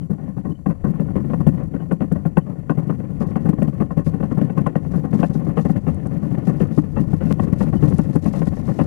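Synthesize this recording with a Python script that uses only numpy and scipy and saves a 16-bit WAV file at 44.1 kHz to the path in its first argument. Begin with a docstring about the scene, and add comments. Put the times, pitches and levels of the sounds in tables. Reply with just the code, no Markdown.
"""On an ice track: a bobsleigh gathers speed, heard from a microphone on the sled; one channel is live, one idle.
Large and small bumps under the runners excite resonances of the hull, panels and fittings.
Filtered noise gives the sway, rumble and grinding, and the hiss that grows with speed, shaking and skids.
Short rings make ticks, wavering tones make squeaks, and the recorder adds a faint harmonic whine."""
import sys
import numpy as np
from scipy import signal
from scipy.fft import rfft, irfft, next_fast_len
from scipy.io import wavfile
from scipy.ndimage import uniform_filter1d

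SR = 44100
rng = np.random.default_rng(int(sys.argv[2]) if len(sys.argv) > 2 else 0)


def materialize(psi):
    """Save the field psi as 16-bit PCM at rate SR to the path in sys.argv[1].

    A 1-D psi becomes a single channel; in a 2-D psi each row is a channel.
    """
    bounded = np.clip(np.atleast_2d(psi).T, -1, 1)
    quanta = np.round(bounded * 32767).astype(np.int16)
    wavfile.write(sys.argv[1], SR, quanta)


N = 390726
TIME = np.arange(N) / SR   # s


def from_db(db):
    """Decibels to gain."""
    return 10 ** (np.asarray(db) / 20)


def rms_one(x):
    """Scale to unit rms."""
    return x / np.sqrt(np.mean(x ** 2) + 1e-20)


def in_time(rows):
    """Interpolate each column of a curve at every sample."""
    s, *columns = np.transpose(rows)
    return [np.interp(TIME, s, c) for c in columns]


def cut(x, hz, kind, order=2):
    """Butterworth filter."""
    sos = signal.butter(order, np.clip(hz, 10, SR * 9 / 20), kind, fs=SR, output="sos")
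    return signal.sosfilt(sos, x + 1e-18)


def drift(rate_hz):
    """Slow random curve, rms 1, with a new random value rate_hz times a second."""
    knots = rng.standard_normal(N // 20)
    return rms_one(np.interp(TIME * rate_hz, np.arange(len(knots)), knots))


def noise(spectrum):
    """Coloured noise, rms 1, falling steeply past both ends of the spectrum."""
    hz, db = np.transpose(spectrum)
    size = next_fast_len(N)
    f = np.maximum(np.arange(size // 2 + 1) * SR / size, 1)
    skirts = np.minimum(1, np.minimum(f / hz[0], hz[-1] / f)) ** 4
    gain = from_db(np.interp(np.log(f), np.log(hz), db)) * skirts
    white = rfft(rng.standard_normal(size))
    return rms_one(irfft(white * gain, size)[:N])


def grains(shape, per_s, spread_db):
    """Clicks at random moments, of uneven size and either sign."""
    out = np.zeros(shape)
    size, sign = rng.standard_normal((2, 9973))
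    where = np.flatnonzero(rng.random(shape) < per_s / SR)
    pick = where % len(size)
    out.flat[where] = from_db(spread_db * np.minimum(size[pick], 2)) * np.sign(sign[pick])
    return out


def resonate(force, modes, scatter_db=0):
    """Parallel resonances of alternating sign; each row of force strikes each with its own strength."""
    out = 0
    for k, (hz, width_hz, db) in enumerate(modes):
        r = np.exp(-np.pi * width_hz / SR)
        w = 2 * np.pi * hz / SR
        top = (1 - r * r) * np.sin(w) * (-1) ** k
        scatter = scatter_db * rng.standard_normal(force.shape[:-1] + (1,))
        ring = signal.lfilter([0, top], [1, -2 * r * np.cos(w), r * r], force + 1e-18)
        out = out + from_db(db + scatter) * ring
    return out


def place(times, sounds):
    """Add each sound at its time."""
    out = np.zeros(N + SR)
    for s, sound in zip(times, sounds):
        start = max(round(s * SR), 0)
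        out[start:start + len(sound)] += sound
    return out[:N]


def at_levels(sounds, db):
    """Give each sound the energy of its level held for one level window."""
    level_window_s = 0.03
    energy = np.sum(sounds ** 2, axis=1) / (level_window_s * SR)
    return sounds * (from_db(db) / np.sqrt(energy + 1e-20))[:, None]


def contacts(lengths_s, first_blow, per_s, spread_db, fade_db, settle_s, tail_db, tail_s):
    """Force of each bump: one blow, chatter fading while the runner crosses, a weak dying rattle."""
    t = TIME[:SR // 8]
    crossed = np.minimum(t / lengths_s[:, None], 1)
    after = np.maximum(t - lengths_s[:, None], 0)
    pressure = from_db(-fade_db * crossed) * np.exp(-after / settle_s)
    pressure = pressure + from_db(tail_db) * np.exp(-after / tail_s)
    attack = np.minimum(t / 0.0016, 1)
    chatter = pressure * attack * grains(after.shape, per_s, spread_db)
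    force = chatter / np.sqrt(np.sum(chatter ** 2, axis=1, keepdims=True) + 1e-12)
    force[:, SR // 400] += first_blow * np.exp(-lengths_s / 0.028)   # short bumps hit hardest
    return force


# big bumps in the ice: [t/s, chatter length/s, relative hull level/dB, relative panel level/dB]
BIG_BUMPS = [(0.016, 0.028, -25, -54.5), (0.095, 0.026, -16.5, -41.5), (0.179, 0.067, -29, -45),
             (0.276, 0.015, -28.5, -48.5), (0.365, 0.03, -21.5, -44), (0.447, 0.026, -22, -39),
             (0.487, 0.034, -22, -47.5), (0.658, 0.031, -13.5, -32), (0.697, 0.027, -20, -36),
             (0.838, 0.028, -16, -33.5), (0.872, 0.031, -15.5, -40), (0.993, 0.025, -16, -36),
             (1.153, 0.022, -16, -32), (1.297, 0.033, -24.5, -37), (1.331, 0.018, -18.5, -31),
             (1.4, 0.0056, -21.5, -37.5), (1.463, 0.025, -8, -28.5), (1.591, 0.029, -24, -37),
             (1.736, 0.025, -18.5, -37), (1.908, 0.019, -15, -29), (2.003, 0.027, -17, -32),
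             (2.112, 0.02, -13, -34.5), (2.15, 0.026, -21.5, -37), (2.25, 0.02, -14, -34),
             (2.368, 0.0071, -9.5, -24.5), (2.461, 0.071, -23.5, -42.5), (2.694, 0.018, -15.5, -28.5),
             (2.772, 0.021, -16, -37), (2.892, 0.025, -16, -33.5), (2.999, 0.012, -23.5, -42),
             (3.204, 0.031, -18, -33), (3.354, 0.024, -17.5, -31.5), (3.448, 0.02, -15, -34),
             (3.485, .007, -14, -33.5), (3.526, 0.0047, -20.5, -40), (3.582, 0.017, -18.5, -38.5),
             (3.616, 0.016, -13, -30), (3.799, 0.015, -15, -32.5), (3.818, 0.0077, -18.5, -33),
             (3.903, 0.0031, -25.5, -36.5), (3.966, 0.031, -14.5, -32), (4.06, 0.016, -14, -35.5),
             (4.135, .02, -19, -39.5), (4.198, 0.0087, -19.5, -37.5), (4.225, 0.015, -18.5, -35.5),
             (4.31, 0.012, -16.5, -35.5), (4.37, 0.021, -16, -35.5), (4.409, 0.011, -14.5, -33),
             (4.495, 0.0051, -22.5, -37), (4.571, 0.018, -15, -30.5), (4.661, 0.0049, -16.5, -26.5),
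             (4.753, 0.0099, -16.5, -28), (4.933, 0.049, -14.5, -36), (5.038, 0.013, -17.5, -36.5),
             (5.127, 0.032, -13.5, -32.5), (5.189, 0.031, -14, -32.5), (5.227, 0.014, -17, -24),
             (5.345, 0.033, -19, -41.5), (5.462, 0.029, -16.5, -38), (5.568, 0.032, -14.5, -26),
             (5.648, .021, -15.5, -31), (5.693, 0.012, -13.5, -35), (5.865, 0.026, -15.5, -32),
             (6.222, 0.034, -16.5, -40), (6.314, 0.01, -18.5, -48), (6.467, 0.043, -14, -33),
             (6.6, 0.033, -12, -28.5), (6.774, 0.011, -11, -34), (6.959, 0.041, -16, -29.5),
             (7.129, .003, -12, -38), (7.201, 0.12, -12.5, -31.5), (7.304, 0.0043, -17, -31.5),
             (7.394, 0.005, -18, -30), (7.421, 0.028, -15, -37), (7.602, 0.029, -14.5, -29),
             (7.727, 0.033, -13.5, -33.5), (7.822, .025, -10.5, -30), (7.906, 0.03, -15.5, -36.5),
             (7.983, 0.016, -12.5, -33), (8.151, 0.015, -11.5, -33), (8.252, 0.025, -13.5, -32.5),
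             (8.333, 0.067, -16.5, -33), (8.413, 0.0098, -17.5, -32.5), (8.467, .007, -17.5, -37.5),
             (8.676, 0.038, -13.5, -33.5), (8.786, .03, -10.5, -25.5)]
# resonances of hull, panels and fittings: [f/Hz, width/Hz, relative level/dB]
HULL_MODES = [(95.7, 5, -18), (158.8, 24, 2), (205.1, 39.2, 0), (259.7, 71, -7), (298.4, 27.6, -6.5),
              (375.6, 55, -17)]
PANEL_MODES = [(461.6, 62.6, 3), (559.4, 53, 3.5), (759, 105, -4.5), (908, 79, -11.5), (1068, 79, -6),
               (1290, 300, -17.5), (1467, 142, -14)]
FITTING_MODES = [(1748, 77, 4.5), (1872, 49, 5), (2010, 270, -2), (2673, 49, -5), (2770, 830, -18.5)]
# metal that only a hard knock sets ringing: [f/Hz, width/Hz, relative level/dB]
CLANK_MODES = [(2580, 140, -2), (2850, 320, -8.5)]
HARD_KNOCK_DB = -25.5   # panel level of a hard knock
# fittings re panels: level at the start, rise as the sled speeds up
FITTINGS_UNDER_DB, FITTINGS_RISE_DB_PER_S = -19, 0.2261


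def jolts(bumps, hull_gain_db=-3.0, panel_gain_db=-0.28, hardening=0.56, upper_hull_db=1,
          upper_hardening=0.5, clank_db=-1, scatter_db=1.75):
    """Bumps thump the heavy hull; the lighter panels and fittings chatter and stop sooner."""
    s, lengths_s, hull_db, panel_db = np.transpose(bumps)
    lengths_s = np.maximum(lengths_s, 1 / SR)
    # hard knocks start sharply, wake the upper hull modes and clank
    hardness = from_db(hardening * (panel_db - HARD_KNOCK_DB))
    heave = contacts(lengths_s, first_blow=2.35, per_s=900, spread_db=3.5,
                     fade_db=1.5, settle_s=0.0076, tail_db=-27, tail_s=0.028)
    rattle = contacts(lengths_s, first_blow=0.83 * hardness, per_s=1000, spread_db=4.5,
                      fade_db=9.0, settle_s=0.0083, tail_db=-19, tail_s=0.011)

    upper_gain = from_db(upper_hull_db) * hardness[:, None] ** upper_hardening
    hull = resonate(heave, HULL_MODES[:2]) + upper_gain * resonate(heave, HULL_MODES[2:])
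    hull = cut(cut(hull, 610, "low"), 79, "high")

    panels = resonate(rattle, PANEL_MODES, scatter_db)
    panels = cut(cut(panels, 2160, "low", order=4), 425, "high", order=3)

    clank_gain = from_db(clank_db) * hardness[:, None] ** 2
    metal = resonate(rattle, FITTING_MODES, scatter_db) - clank_gain * resonate(rattle, CLANK_MODES)
    fittings = cut(cut(metal, 3200, "low", order=4), 1400, "high")
    fittings_db = panel_db + FITTINGS_UNDER_DB + FITTINGS_RISE_DB_PER_S * s

    return place(s, at_levels(hull, hull_db + hull_gain_db)
                 + at_levels(panels, panel_db + panel_gain_db)
                 + at_levels(fittings, fittings_db))


# the sled hops: lead time over which the runners go light before a big bump, full level change
LIGHT_S, LIGHT_DB = 0.05, -1.5


def lightness(t):
    """From 0 to 1 as the runners go light ahead of the next big bump; back to 0 when they hit it."""
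    hits = np.append(np.sort(np.transpose(BIG_BUMPS)[0]), np.inf)
    wait_s = hits[np.searchsorted(hits, t)] - t
    return np.clip(2 * (1 - wait_s / LIGHT_S), 0, 1)


# steady running: [t/s, relative rumble level/dB, relative grinding level/dB]
RUNNING_LEVELS = [(0.0, -34, -54.5), (0.27, -32.5, -51.5), (0.71, -44, -62), (0.89, -30.5, -47),
                  (1.18, -26.5, -47), (2.52, -34, -53.5), (3.5, -25, -43.5), (3.97, -32, -50),
                  (4.47, -25, -42.5), (4.88, -28, -48), (5.72, -26.5, -44), (5.97, -27.5, -46.5),
                  (6.59, -24, -42), (6.96, -28, -48.5), (7.38, -25, -43.5), (7.8, -24, -42.5),
                  (8.34, -29, -46.5), (8.86, -26, -42.5)]
# level of the small bumps: hull re rumble, panels re grinding, rms spread
SMALL_HULL_DB, SMALL_PANEL_DB, SMALL_SPREAD_DB = 0, 1, 2
SMALL_PER_S, SMALL_LENGTH_S = 16, 0.024   # slot rate, mean chatter length


def small_bumps():
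    """Random bumps, as strong as the ice is rough there, laid out as BIG_BUMPS; light runners miss them."""
    when, length, strength = rng.random((400, 3)).T
    s = (np.arange(len(when)) + when) / SMALL_PER_S
    at, rumble_db, grind_db = np.transpose(RUNNING_LEVELS)
    luck_db = SMALL_SPREAD_DB * np.sqrt(3) * (2 * strength - 1)
    hull_db = np.interp(s, at, rumble_db) + SMALL_HULL_DB + luck_db
    panel_db = np.interp(s, at, grind_db) + SMALL_PANEL_DB + luck_db
    rows = np.column_stack([s, SMALL_LENGTH_S * (0.5 + length), hull_db, panel_db])
    return rows[(lightness(s) == 0) & (s < N / SR)]


# slow heaving of the whole sled, strongest deep in the bend: [t/s, relative level/dB]
SWAY_LEVELS = [(0, -46), (.6, -37.5), (1.2, -33.5), (2.6, -40), (3.3, -36), (6.4, -35), (7.3, -32.5),
               (7.7, -25.5), (8.2, -32.5), (8.86, -30.5)]
# noise spectra of sway, rumble and grinding: [f/Hz, relative density/dB per Hz]
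SWAY_SPECTRUM = [(12, -9), (31, -1.5), (45, 3), (62, -1), (80, 7.5), (100, 7.5), (130, -22)]
RUMBLE_SPECTRUM = [(100, -12), (130, -1), (158, 1.5), (185, -2.5), (210, -4.5), (250, -8), (295, -10.5),
                   (360, -19), (480, -27)]
GRIND_SPECTRUM = [(430, -3.5), (545, 3), (630, -6.5), (750, -5), (930, -13), (1075, -11), (1190, -17.5),
                  (1480, -17.5), (1590, -36.5), (1840, -20.5), (2200, -27.5), (3000, -30.5), (3500, -40)]


def runners(sway_gain_db=-2.0, rumble_gain_db=-0.27, grind_gain_db=-2.0, clatter_gain_db=-8.0,
            fitting_share_db=-14, lumpy_db=3.02, gritty_db=3.0, rumble_light_share=0.83):
    """Fine ice roughness keeps the sled swaying, rumbling and grinding, its loose parts clattering."""
    rumble_db, grind_db = in_time(RUNNING_LEVELS)
    sway_db, = in_time(SWAY_LEVELS)
    roughness = drift(60)
    light_db = LIGHT_DB * uniform_filter1d(lightness(TIME), size=SR // 200)

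    sway_db = sway_db + sway_gain_db + lumpy_db * drift(12)
    sway = from_db(sway_db) * noise(SWAY_SPECTRUM)
    rumble_db = rumble_db + rumble_gain_db + rumble_light_share * light_db + lumpy_db * roughness
    rumble = from_db(rumble_db) * noise(RUMBLE_SPECTRUM)

    taps = grains(N, per_s=220, spread_db=3.5)
    loose = resonate(taps, PANEL_MODES) + from_db(fitting_share_db) * resonate(taps, FITTING_MODES)
    clatter = cut(rms_one(cut(loose, 3000, "low", order=4)), 430, "high", order=3)
    scrape = from_db(grind_gain_db) * noise(GRIND_SPECTRUM) + from_db(clatter_gain_db) * clatter
    return sway + rumble + from_db(grind_db + light_db + gritty_db * roughness) * scrape


# runners skid sideways and shave the ice: [t/s, length/s, relative hiss level/dB]
SKID_EVENTS = [(3.197, .035, -59.5), (3.267, 0.037, -67), (4.043, 0.055, -59.5), (4.91, 0.079, -68),
               (5.135, 0.15, -62.5), (5.33, 0.029, -61), (5.558, 0.17, -64.5), (6.445, 0.064, -61),
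               (6.59, 0.036, -60), (6.727, 0.052, -60.5), (7.29, 0.033, -60), (7.411, 0.035, -62),
               (7.58, 0.058, -55.5), (7.803, 0.25, -64), (8.126, 0.041, -58.5), (8.218, 0.081, -58.5),
               (8.323, 0.072, -57.5), (8.45, 0.039, -57), (8.54, 0.061, -62), (8.642, 0.2, -62)]
SKID_ATTACK_S, SKID_RELEASE_S = 0.0065, 0.005


def skidding():
    """Gain of the skids: each swells, holds until its length is over, then dies away exponentially."""
    gain = 0
    for s, length_s, db in SKID_EVENTS:
        swell = np.clip((TIME - s) / SKID_ATTACK_S, 0, 1)
        decay = np.exp(-np.clip((TIME - s - length_s) / SKID_RELEASE_S, 0, 20))
        gain = gain + from_db(db) * swell * decay
    return gain


# spectrum of the ice hiss: [f/Hz, relative density/dB per Hz]
HISS_SPECTRUM = [(1800, 1), (3000, 0), (4600, 2), (6500, 1), (9500, -4), (11200, -2.5), (13000, -14.5)]
# gliding hiss: level at the start, rise with speed, shaking at which it has that level
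HISS_DB, HISS_RISE_DB_PER_S, USUAL_SHAKE_DB = -77.5, 1.0, -25


def ice_hiss(shake, load_share=0.8, skid_gain_db=-1.0, flutter_db=2.0, grain_db=2.0, chip_db=7):
    """Steel shaves ice in gritty spurts, harder with speed, skids and jolt load; chips snap off."""
    shake_rms = np.sqrt(uniform_filter1d(shake ** 2, size=SR // 80) + 1e-8)
    load = shake_rms / from_db(USUAL_SHAKE_DB)
    gliding = from_db(HISS_DB + HISS_RISE_DB_PER_S * TIME) * load ** load_share
    grit = from_db(flutter_db * drift(140) + grain_db * drift(700))
    chips = cut(grains(N, per_s=40, spread_db=2), [4500, 10000], "band", order=4)
    gain = np.hypot(gliding, from_db(skid_gain_db) * skidding())
    return gain * (grit * noise(HISS_SPECTRUM) + from_db(chip_db) * chips)


# sharp ticks, most on top of a hard jolt: [t/s, relative level/dB]
TICK_EVENTS = [(1.472, -42), (1.924, -45), (2.1243, -43), (2.381, -21.5), (3.493, -43), (3.6306, -42),
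               (4.669, -43), (5.946, -47), (6.072, -46.5), (6.7852, -40), (7.9, -46), (7.9834, -36),
               (8.158, -40), (8.263, -44)]


def ticks(gain_db=11.0, ring_hz=9500, width_hz=1900, snap_db=-21):
    """Tiny bright snaps: clicks through one broad resonance, over in a millisecond."""
    s, db = np.transpose(TICK_EVENTS)
    clicks = place(s, from_db(db + gain_db)[:, None])
    ring = resonate(clicks, [(ring_hz, width_hz, 12)])
    snap = cut(ring + from_db(snap_db) * clicks, 4000, "high", order=3)
    return cut(snap, 10600, "low", order=12)


# faint frame squeaks: [t/s at the loudest, relative level/dB]
SQUEAK_EVENTS = [(.018, -75), (.517, -70), (.562, -71), (1.542, -74), (1.814, -68), (2.421, -72),
                 (3.685, -68), (7.779, -65)]
SQUEAK_HZ = 3000


def squeaks(length_s=0.051, waver_hz=45, rough_db=5.0):
    """The flexing frame gives short, slightly rough squeaks whose pitch wavers."""
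    s, db = np.transpose(SQUEAK_EVENTS)
    pitch_hz = SQUEAK_HZ + waver_hz * drift(110)
    swells = from_db(db)[:, None] * np.hanning(round(length_s * SR))
    envelope = place(s - length_s / 2, swells) * from_db(rough_db * drift(250))
    return np.sqrt(2) * envelope * np.sin(2 * np.pi * np.cumsum(pitch_hz) / SR)


def scene():
    """Everything reaches one microphone on the sled; the second channel stays empty."""
    shake = jolts(BIG_BUMPS) + runners() + jolts(small_bumps())
    sled = shake + ice_hiss(shake) + ticks() + squeaks()
    return np.array([2 * sled, np.zeros(N)])


# recorder whine, one row per harmonic from the third up:
# [steady tone level/dB, depth of the ripple it puts on the sound/dB]
WHINE_HARMONICS = [(-79, -54), (-78.5, -54.5), (-75.5, -60), (-84, -50), (-76, -51.5), (-85, -50)]
WHINE_HZ, CUTOFF_HZ = 1500, 12800   # whine fundamental, top of the recorder's band


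def record(dry, idle_db=-72):
    """Recorder: peaks round off, a whine ripples the live channel, the idle one hisses, the top is cut."""
    live = dry[0] / (1 + dry[0] ** 8) ** (1 / 8)
    phase = 2 * np.pi * WHINE_HZ * TIME
    whine = 0
    for k, (tone_db, ripple_db) in enumerate(WHINE_HARMONICS, 3):
        whine = whine + np.sin(k * phase) * (from_db(tone_db) + from_db(ripple_db) * live)
    idle = from_db(idle_db) * rng.standard_normal(N)
    top_cut = signal.ellip(10, 0.2, 80, CUTOFF_HZ, fs=SR, output="sos")
    return signal.sosfilt(top_cut, [live + whine, idle])


dry = scene()
out = record(dry)
materialize(out)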